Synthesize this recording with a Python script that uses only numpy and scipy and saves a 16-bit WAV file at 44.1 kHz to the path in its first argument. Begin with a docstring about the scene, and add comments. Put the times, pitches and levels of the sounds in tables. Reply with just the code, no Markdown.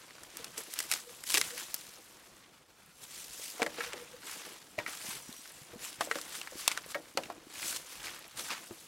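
"""Rubber boots push through tall wet grass close to a hand-held camera, over the quiet hush of a field.
First come strides of hissing blades, scraping stalks and bright snaps, with two short hums from the boots.
After a lull the pushes return with knocks, thuds and more hums, and a far bird whistles once past 5 s.
Stems go on breaking to the end, often duller and ringing. Grass and hush are shaped noise, snaps are
bursts through resonances, knocks are sines with a noisy shake, hums, thuds and whistle are sines."""
import sys
import numpy as np
from scipy import signal
from scipy.io import wavfile
from scipy.ndimage import uniform_filter1d

SR = 44100
rng = np.random.default_rng(int(sys.argv[2]) if len(sys.argv) > 2 else 0)


def put_to_file(sound):
    """Save the sound as 16-bit audio at rate SR, in the file named by the first command-line argument."""
    columns = np.atleast_2d(sound).T  # one column per channel
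    safe = np.clip(columns, -1, 1)
    whole_steps = np.round(safe * 32767)
    wavfile.write(sys.argv[1], SR, whole_steps.astype(np.int16))


N = 391166

# Boots landing or bumping. Each row: start in seconds, level in dB, pitch in Hz.
KNOCKS = [(0.394, -41, 464), (0.581, -38, 450), (1.345, -33, 312), (1.377, -33.5, 434), (3.596, -26.5, 719),
          (3.618, -21.5, 461), (3.625, -33, 310), (3.662, -29, 578), (3.68, -40, 320), (3.784, -31.5, 474),
          (3.937, -34, 482), (4.781, -27, 600), (5.732, -37.5, 482), (6.007, -26.5, 686),
          (6.072, -35.5, 570), (6.11, -33.5, 457), (6.156, -30.5, 561), (6.52, -39.5, 500),
          (6.953, -27, 565), (6.972, -37, 600), (7.173, -21, 545), (7.182, -30, 324), (7.299, -32, 700),
          (7.642, -38.5, 334), (8.708, -35, 335)]
# Resonances of the air in the boot shaft. Each row: pitch in Hz, width in Hz, level in dB.
BOOT_AIR = [(158, 73, -10), (312, 102, -4), (482, 120, -1.5), (673, 373, -7)]


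def gain_of(db):
    """Decibels to a factor."""
    return 10 ** (np.asarray(db) / 20)


def evened(x):
    """Scales to an rms of one."""
    return x / np.sqrt(np.mean(x ** 2) + 1e-20)


def smoothed_noise(size):
    """Slow random drift of rms one: white noise averaged over a number of samples."""
    return evened(uniform_filter1d(rng.standard_normal(N), size=size))


def read(points, hz):
    """Reads a spectrum on a log-frequency axis."""
    f, value = np.transpose(points)
    return np.interp(np.log(hz + 1), np.log(f + 1), value)


def add(mix, s, sound):
    """Mixes a sound in at time s."""
    part = mix[..., round(s * SR):][..., :sound.shape[-1]]
    part += sound[..., :part.shape[-1]]


def high_pass(x, order, hz):
    """Thins out everything below a corner pitch."""
    return signal.sosfilt(signal.butter(order, hz, "high", fs=SR, output="sos"), x)


def ring(x, hz, width):
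    """A resonance of gain about one at its pitch: a single decaying complex pole."""
    pole = np.exp((2j * np.pi * hz - np.pi * width) / SR)
    return 2 * signal.lfilter([1 - abs(pole)], [1, -pole], x).real


def body(x, modes):
    """Sound passed through a set of resonances of alternating sign."""
    return sum((-1) ** k * gain_of(db) * ring(x, hz, width) for k, (hz, width, db) in enumerate(modes))


def noise(shape, size, patchy_db, flicker_db):
    """Stereo noise of a given spectrum with drifting patches and a flicker shared by all pitches."""
    # Each row: pitch in Hz, likeness of left and right (1 = the same).
    likeness = [(60, 0.99), (180, 0.88), (550, 0.98), (1800, 1), (4000, 1), (8000, 0.93), (13000, 0.96)]
    frames, hz = 4 * N // size + 5, np.fft.rfftfreq(size, 1 / SR)
    a, b, c, d, patches = rng.standard_normal((frames, len(hz), 5)).T
    patches = uniform_filter1d(patches, size=6, axis=0)  # across pitch
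    patches = evened(uniform_filter1d(patches, size=14, axis=1))  # across time
    flicker = evened(uniform_filter1d(rng.standard_normal(frames), size=5))
    same = np.clip(read(likeness, hz), -1, 1)[:, None]
    left = a + 1j * b
    right = same * left + np.sqrt(1 - same ** 2) * (c + 1j * d)
    level_db = read(shape, hz)[:, None] + patchy_db * patches + flicker_db * flicker
    spectrum = np.array([left, right]) * gain_of(level_db)
    return evened(signal.istft(spectrum, nperseg=size, noverlap=3 * size // 4)[1][:, :N])


def level(rows, index):
    """One column of a curve as a gain for every sample."""
    rows = np.array(rows)
    return gain_of(np.interp(np.arange(N) / SR, rows[:, 0], rows[:, index]))


def swells(rows, index):
    """Power of a row of swells, each rising to its peak and falling away at its own pace."""
    pointed = 1.29  # 1 = a sharp peak, 2 = a round one
    power = np.zeros(N)
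    for row in rows:
        s, rise, fall = row[0], max(row[1], .004), max(row[2], .004)
        t = np.arange(-min(5 * rise, s), 5 * fall, 1 / SR)  # seconds from the peak
        drop_db = 10 * np.where(t < 0, -t / rise, t / fall) ** pointed
        add(power, s + t[0], gain_of(row[index] - drop_db) ** 2)
    return power


def stride(index):
    """Gain of stalks (index 0) or blades (index 1): the pushes over the settling grass."""
    # Pushes through the grass. Each row: loudest moment in seconds, rise and fall in seconds
    # (to 10 dB under the peak, 4 ms at least), stalks scraping in dB, blades hissing in dB.
    pushes = [(.39, 0.07, 0.14, -53, -53.5), (.59, 0.03, 0.05, -48.5, -45.5), (.8, .16, 0.18, -51, -45.5),
              (.93, 0.03, 0.07, -45, -39), (1.11, .08, 0.22, -59, -53), (1.27, 0.01, 0.1, -67, -41),
              (1.36, 0.0556, 0.0553, -43.5, -32.5), (1.45, 0.06, 0.1263, -47.5, -42),
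              (1.59, 0.04, 0.0954, -48.5, -41.5), (1.77, 0.15, 0.28, -56, -51), (3.05, 0.05, 0, -59, -48.5),
              (3.2, 0.15, 0.08, -57.5, -46.5), (3.47, 0.2338, 0.1, -59, -43.5),
              (3.64, 0.09, 0.02, -46.5, -63), (3.83, 0.1, 0.09, -42, -48), (3.96, -0.01, 0.2, -53, -55),
              (4.28, 0.05, 0.22, -48, -47), (4.48, 0.18, 0.1, -51.5, -54.5), (4.79, 0.02, 0.06, -49.5, -73),
              (4.88, 0.01, 0.14, -45.5, -44), (5.09, 0.09, 0.1, -46, -41), (5.45, 0.4, 0.33, -67, -54),
              (5.84, 0.03, 0.09, -49, -42), (6.02, 0.0251, 0.07, -46.5, -45.5),
              (6.13, 0.03, 0.18, -47, -47.5), (6.36, 0.11, 0.07, -50.5, -45),
              (6.6, 0.05, 0.0949, -48.5, -43.5), (6.7, 0.06, 0.0857, -43.5, -47.5),
              (6.92, 0.03, 0.01, -49.5, -44), (7.2, 0, 0.16, -54, -58), (7.58, 0.07, 0.08, -50.5, -55),
              (7.68, 0.1, 0.1064, -43.5, -37), (7.77, .06, 0, -47, -38), (7.92, .06, 0.1, -53, -48),
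              (8.06, 0.04, 0.05, -43, -46.5), (8.13, 0.18, 0.13, -50.5, -53),
              (8.38, 0.0157, 0.22, -45, -43.5), (8.518, 0.02, 0.04, -36.5, -54)]
    # Bent grass settling between pushes. Each row: time in seconds, stalks in dB, blades in dB.
    settling = [(0, -56.5, -60.5), (.5, -61.5, -62), (1.16, -75, -61.5), (2.25, -62, -62), (2.55, -66, -73),
                (2.95, -78, -70), (3.6, -64, -56), (4.15, -68, -64), (4.75, -64, -61), (5.3, -63, -54),
                (5.74, -58.5, -63.5), (6.5, -56, -54.5), (7.1, -64.5, -60), (7.47, -64, -74.5),
                (8.3, -58.5, -62.5), (8.87, -64.5, -55)]
    return np.sqrt(swells(pushes, index=3 + index) + level(settling, index=1 + index) ** 2)


def hush():
    """The quiet field around the microphone: steady noise with a slow drift and flicker."""
    # Spectrum of the field. Each row: pitch in Hz, relative level in dB per Hz.
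    field = [(15, -51), (25, -1), (97, -5), (134, -0.5), (236, -5), (263, -18), (677, -16), (887, -7.5),
             (11600, -20), (16000, -28)]
    return gain_of(-63) * noise(field, size=2048, patchy_db=2.0, flicker_db=3.5)


def bird():
    """A thin falling whistle far away: one sine gliding in pitch and level."""
    # Points along the whistle. Each row: time in seconds, pitch in Hz, level in dB.
    whistle = [(5.21, 5900, -61), (5.27, 5850, -58), (5.32, 5800, -63), (5.38, 5770, -55),
               (5.42, 5750, -62)]
    s, hz, db = np.transpose(whistle)
    t = np.arange(s[0], s[-1], 1 / SR)
    tone = np.sin(2 * np.pi * np.cumsum(np.interp(t, s, hz)) / SR)
    out = np.zeros(N)
    add(out, s[0], gain_of(np.interp(t, s, db)) * tone)
    return out


def boot_rubbing(stalks_gain):
    """Rubbing stirs the air in the shafts: lumpy noise through their resonances, swelling after knocks."""
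    rest_db, share_db, follows = -75.5, -33.5, 0.51  # follows: dB of rubbing per dB of stalks
    stir_db, stir_t60_s = -27, 0.66  # a knock stirs the shafts, then they settle
    lumps = gain_of(3.1 * smoothed_noise(size=900))
    near, far = rng.standard_normal((2, N))
    rub = np.array([evened(body(lumps * (near + 0.18 * side * far), BOOT_AIR)) for side in (1, -1)])
    stir_power, t = np.zeros(N), np.arange(SR // 2) / SR
    for s, db, _ in KNOCKS:
        add(stir_power, s, gain_of(db + stir_db - 60 * t / stir_t60_s) ** 2)
    stride_power = (gain_of(share_db) * stalks_gain ** follows) ** 2
    return np.sqrt(gain_of(rest_db) ** 2 + stir_power + stride_power) * rub


def boot_knocks():
    """Each knock rings the rubber as a decaying sine with a noisy shake, and the shaft rings on after it."""
    rise_s, t60_s = 0.00068, .1
    # Shaft ringing after a knock. Each row: pitch in Hz, level in dB, t60 in seconds.
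    shaft_rings = [(490, -27, .42), (315.5, -25, 0.41)]
    (out, blows), t = np.zeros((2, N)), np.arange(6144) / SR
    for s, db, hz in KNOCKS:
        shape = (1 - np.exp(-t / rise_s)) * gain_of(-60 * t / t60_s)
        tone = np.sin(2 * np.pi * hz * t)
        air = body(rng.standard_normal(len(t)), BOOT_AIR)
        shake = evened(air + 1.2 * ring(rng.standard_normal(len(t)), hz, 210))
        add(out, s, gain_of(db) * shape * (0.61 * tone + 0.39 * shake))
        add(blows, s, gain_of(db) * evened(rng.standard_normal(64)) / 8)  # short burst of unit energy
    long = np.arange(SR // 2) / SR
    shaft = sum(gain_of(db - 60 * long / t60) * np.sin(2 * np.pi * hz * long) for hz, db, t60 in shaft_rings)
    return high_pass(out, order=2, hz=150) + signal.oaconvolve(blows, shaft)[:N]


def boot_thuds():
    """Soles thud into the soft ground: sines that rise and die over a few of their own cycles."""
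    rise, t60 = 0.22, 7.8  # in cycles of the thud's pitch
    # Dull short thuds and taps of the soles. Each row: start in seconds, level in dB, pitch in Hz.
    thuds = [(3.396, -37, 520), (4.781, -38.5, 107), (5.086, -38, 212), (5.291, -35, 240), (5.39, -47, 260),
             (5.615, -44.5, 140), (5.732, -47, 104), (5.758, -37, 220), (5.985, -47, 129),
             (6.555, -35, 332), (6.862, -36, 520), (7.152, -38, 300), (7.38, -40, 330), (7.469, -39, 313),
             (8.707, -44, 104)]
    out, t = np.zeros(N), np.arange(6144) / SR
    for s, db, hz in thuds:
        cycles = hz * t
        shape = gain_of(db - 60 * cycles / t60) * (1 - np.exp(-cycles / rise))
        add(out, s, shape * np.sin(2 * np.pi * cycles))
    return out


def boot_hum():
    """The shaft hums on one wavering note while a leg slides in it; stick and slip make it throb."""
    hum_hz, waver_hz = 484, 7
    # Each row: loudest moment in seconds, rise and fall in seconds (to 10 dB under the peak,
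    # 4 ms at least), level in dB.
    hums = [(1.085, .03, .036, -53), (1.53, .012, .035, -49), (3.795, .008, 0.025, -47),
            (3.878, .022, 0.016, -48), (3.946, .008, .022, -45), (4.025, .035, .018, -51),
            (4.146, .016, .03, -52)]
    pitch = hum_hz + waver_hz * smoothed_noise(size=1500)
    throb = 1 + .4 * evened(ring(rng.standard_normal(N), 24, 14))
    return np.sqrt(2 * swells(hums, index=3)) * throb * np.sin(2 * np.pi * np.cumsum(pitch) / SR)


def boots(stalks_gain):
    """Hollow boots: rubbing in stereo, with knocks, thuds and hum a little to the left."""
    struck = boot_knocks() + boot_thuds() + boot_hum()
    return boot_rubbing(stalks_gain) + gain_of([[.6], [-.6]]) * struck


def ticks(blades_gain):
    """Bent wet stems flick free one by one, even when the stride pauses: tiny clicks at eight pitches."""
    per_s = 90
    sizes = gain_of(3.5 * np.minimum(rng.exponential(1, N), 4)) * (rng.random(N) < per_s / SR)
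    which, out = rng.integers(0, 8, N), np.zeros((2, N))
    for k, hz in enumerate(np.geomspace(1300, 11000, num=8)):
        left = rng.uniform(.48, .57)
        click = ring(ring(sizes * (which == k), hz, .4 * hz), hz, .4 * hz)
        out += np.outer([left, 1 - left], click)
    return gain_of(-35.5) * evened(out) * blades_gain ** .55


def snaps():
    """Each break is a tick and a burst of splintering: a bright short crack over the ringing stem."""
    # Stems breaking. Each row: start in seconds, level in dB, crack against body in dB,
    # stem pitch in Hz, t60 in seconds (4 ms at least).
    breaks = [(0.2339, -44.5, 11, 1400, 0.027), (8.0411, -34, -3, 1900, .025),
              (8.2425, -41, -3, 2000, .015), (8.057, -35, -3, 2200, 0.01), (8.069, -32, -6, 2000, .025),
              (8.504, -27, -12, 2530, .02), (0.3707, -42, 19.5, 1640, 0.0075),
              (0.444, -30.5, 3.5, 2720, 0.018), (0.5779, -37, 12, 2880, 0.077),
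              (0.7378, -43, 23.5, 1280, 0.02), (0.7896, -28, 11, 3160, 0.014), (0.803, -25, 5, 1820, 0.016),
              (0.9145, -21, 10, 2920, 0.018), (0.9205, -28, 10, 2330, 0.0077),
              (0.9236, -21, 5, 1970, 0.008), (0.9374, -21.5, 7, 2600, 0.013),
              (1.238, -32.5, 6.5, 1750, 0.013), (1.2981, -26, 5.5, 2270, 0.0092),
              (1.303, -23, 8.5, 3160, .009), (1.310, -31.5, 11, 2600, 0.026), (1.3202, -29, 8, 2500, .007),
              (1.325, -31, 12, 2190, 0.0071), (1.3422, -16.5, 7, 2600, 0.0089),
              (1.348, -16, 5, 2020, 0.012), (1.3533, -20, -1, 2160, 0.01), (1.357, -17, -4, 2020, 0.013),
              (1.372, -14.5, -1, 1720, 0.01), (1.3744, -18.5, 1, 2600, .01), (1.3784, -19, 6, 1980, 0.014),
              (1.381, -20, 5, 1630, 0.012), (1.414, -14, 4, 1840, 0.0066), (1.743, -41.5, 28, 3160, 0.019),
              (3.619, -18, -9.5, 1840, 0.033), (3.6292, -16, -7, 1000, 0.017),
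              (3.6632, -22.5, -9, 1700, 0.03), (3.8058, -23, -32, 1670, 0.042),
              (3.8393, -33, -4, 1720, 0.024), (3.9326, -25, -6, 1790, 0.013),
              (4.788, -20, -20, 2230, 0.022), (4.799, -28.5, -45, 1090, 0.026),
              (4.863, -22, -28, 1760, 0.016), (4.8774, -30.5, -32, 1790, 0.033),
              (6.009, -19, -3, 1090, 0.036), (6.1131, -13, -14.5, 1570, 0.029),
              (6.1556, -25.5, -4, 1490, 0.025), (6.186, -30, 0, 1100, 0.015),
              (6.214, -35.5, 10, 2070, 0.012), (6.4145, -27, -5, 2920, 0.013),
              (6.473, -29, -23, 1590, 0.013), (6.6783, -10.5, 6, 2370, 0.013),
              (6.7152, -21.5, -4, 2120, 0.031), (6.7751, -20.5, -2, 1170, 0.008),
              (6.9455, -24, -40, 2070, 0.018), (6.951, -25, -45, 1340, .025),
              (7.1735, -17, -7, 2670, 0.022), (7.235, -31, -10, 2630, 0.036),
              (7.301, -31.5, -22, 1010, 0.016), (7.628, -25, -14, 2130, 0.0078),
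              (7.7622, -33.5, 11, 3370, 0.016), (8.394, -28, -0.5, 2660, 0.03),
              (8.512, -24.5, -10, 2210, 0.04)]
    # Splintering fibres. Each row: pitch in Hz, width in Hz, level in dB.
    stem_modes = [(1294, 1260, -3), (2420, 1960, 1), (3760, 1660, -1)]
    # The sharp edge of a break. Each row: pitch in Hz, width in Hz, level in dB.
    crack_modes = [(5040, 1540, -2.5), (7870, 2360, 2.5)]
    # The stiff boot shell, set ringing when a thick stem breaks against it.
    # Each row: pitch in Hz, level in dB, t60 in seconds.
    shell_modes = [(938, -4.5, 0.096), (1340, -0.5, 0.069), (1640, -4.5, 0.064), (1880, 0.5, 0.095),
                   (2053, -3.5, 0.077), (2230, -1.5, 0.043)]
    shell_full_db, shell_most = -46, 0.51  # a crack this weak gives the shell its largest share
    out, t = np.zeros((2, N)), np.arange(4096) / SR
    for s, db, crack_db, hz, t60 in breaks:
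        a, b, c = rng.standard_normal((3, len(t)))
        tick = 7.3 * (t == t[8])
        fall = gain_of(-60 * t / max(t60, .004))
        after = gain_of(-15 - 60 * t / 0.053)  # bent neighbours spring back
        decay = fall + after
        burst = (a + tick) * np.minimum(t / 0.00031, 1) * decay
        # thick wet stems break dull and ring; thin dry ones splinter
        fibres = gain_of(0.29 * min(crack_db, 0)) * body(burst, stem_modes)
        stem = fibres + 1.07 * ring(ring(burst, hz, 870), hz, 870)
        edge = (b + tick) * decay * np.minimum(t / 0.00021, 1)
        # thin dry stems are brightest
        crack = body(edge, crack_modes) + gain_of(-6.5 + 0.25 * crack_db) * ring(edge, 11300, 4700)
        # a little treble noise of opposite sign left and right widens the crack
        side = 0.2 * ring(ring(c * decay, 7800, 4200), 8800, 4200)
        crack = crack + np.outer([1, -1], side)
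        # modes near the stem's pitch ring most
        shell = sum(gain_of(mode_db - 6 * abs(np.log2(f / hz))) * ring(burst, f, np.log(1000) / np.pi / ring_s)
                    for f, mode_db, ring_s in shell_modes)
        share = np.clip(crack_db / shell_full_db, 0, 1) * shell_most
        sound = (1 - share) * stem / abs(stem).max() + share * shell / abs(shell).max()
        sound = sound + gain_of(crack_db) * crack / abs(crack).max()
        pan_db = 0.82 + 0.93 * c[0]  # left over right
        add(out, s, gain_of(db) * sound * gain_of([[pan_db / 2], [-pan_db / 2]]))
    return high_pass(out, order=2, hz=120)


def rustle(shape, per_s, spread_db, grain_db, patchy_db, flicker_db):
    """A swish whose loudness jumps with every small slip of leaf on leaf and dies within milliseconds."""
    sizes = gain_of(spread_db * np.minimum(rng.exponential(1, N), 3.5))
    slips = sizes * (rng.random(N) < per_s / SR)
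    jumps = evened(signal.lfilter([1], [1, -np.exp(-1 / (0.0011 * SR))], slips))
    hiss = noise(shape, size=256, patchy_db=patchy_db, flicker_db=flicker_db)
    return evened((1 + gain_of(grain_db) * jumps) * hiss)


def grass(stalks_gain, blades_gain):
    """Stalks scrape low, blades hiss high: two grainy noises that follow the stride."""
    # Spectrum of the scrape. Each row: pitch in Hz, relative level in dB per Hz.
    stalk_shape = [(150, -38), (500, -21.5), (1000, -1.5), (2000, -2), (3200, -4), (6000, -9.5),
                   (12000, -27)]
    # Spectrum of the hiss. Each row: pitch in Hz, relative level in dB per Hz.
    blade_shape = [(1000, -14), (3000, -4), (8000, -2), (11000, -4.5), (13500, -9.5), (16000, -13.5)]
    stalks = rustle(stalk_shape, per_s=250, spread_db=5.0, grain_db=-7.0, patchy_db=1.5, flicker_db=2.5)
    blades = rustle(blade_shape, per_s=140, spread_db=4.5, grain_db=-11, patchy_db=1.8, flicker_db=1.4)
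    return stalks_gain * stalks + gain_of([[.5], [-.6]]) * blades_gain * blades  # blades lean left


def scene():
    """Grass, stems, boots and bird over the hush of the field."""
    stalks_gain, blades_gain = stride(index=0), stride(index=1)
    background = hush() + bird()
    return background + boots(stalks_gain) + ticks(blades_gain) + snaps() + grass(stalks_gain, blades_gain)


def record(dry):
    """The microphone drops the deepest bass; then the band limit of the camera."""
    edge_hz = 15900
    thinned = high_pass(dry, order=1, hz=30)
    band_limit = signal.firwin(511, edge_hz, window=("kaiser", 9), fs=SR)
    return signal.oaconvolve(thinned, band_limit[None], "same")


dry = scene()
out = record(dry)
put_to_file(out)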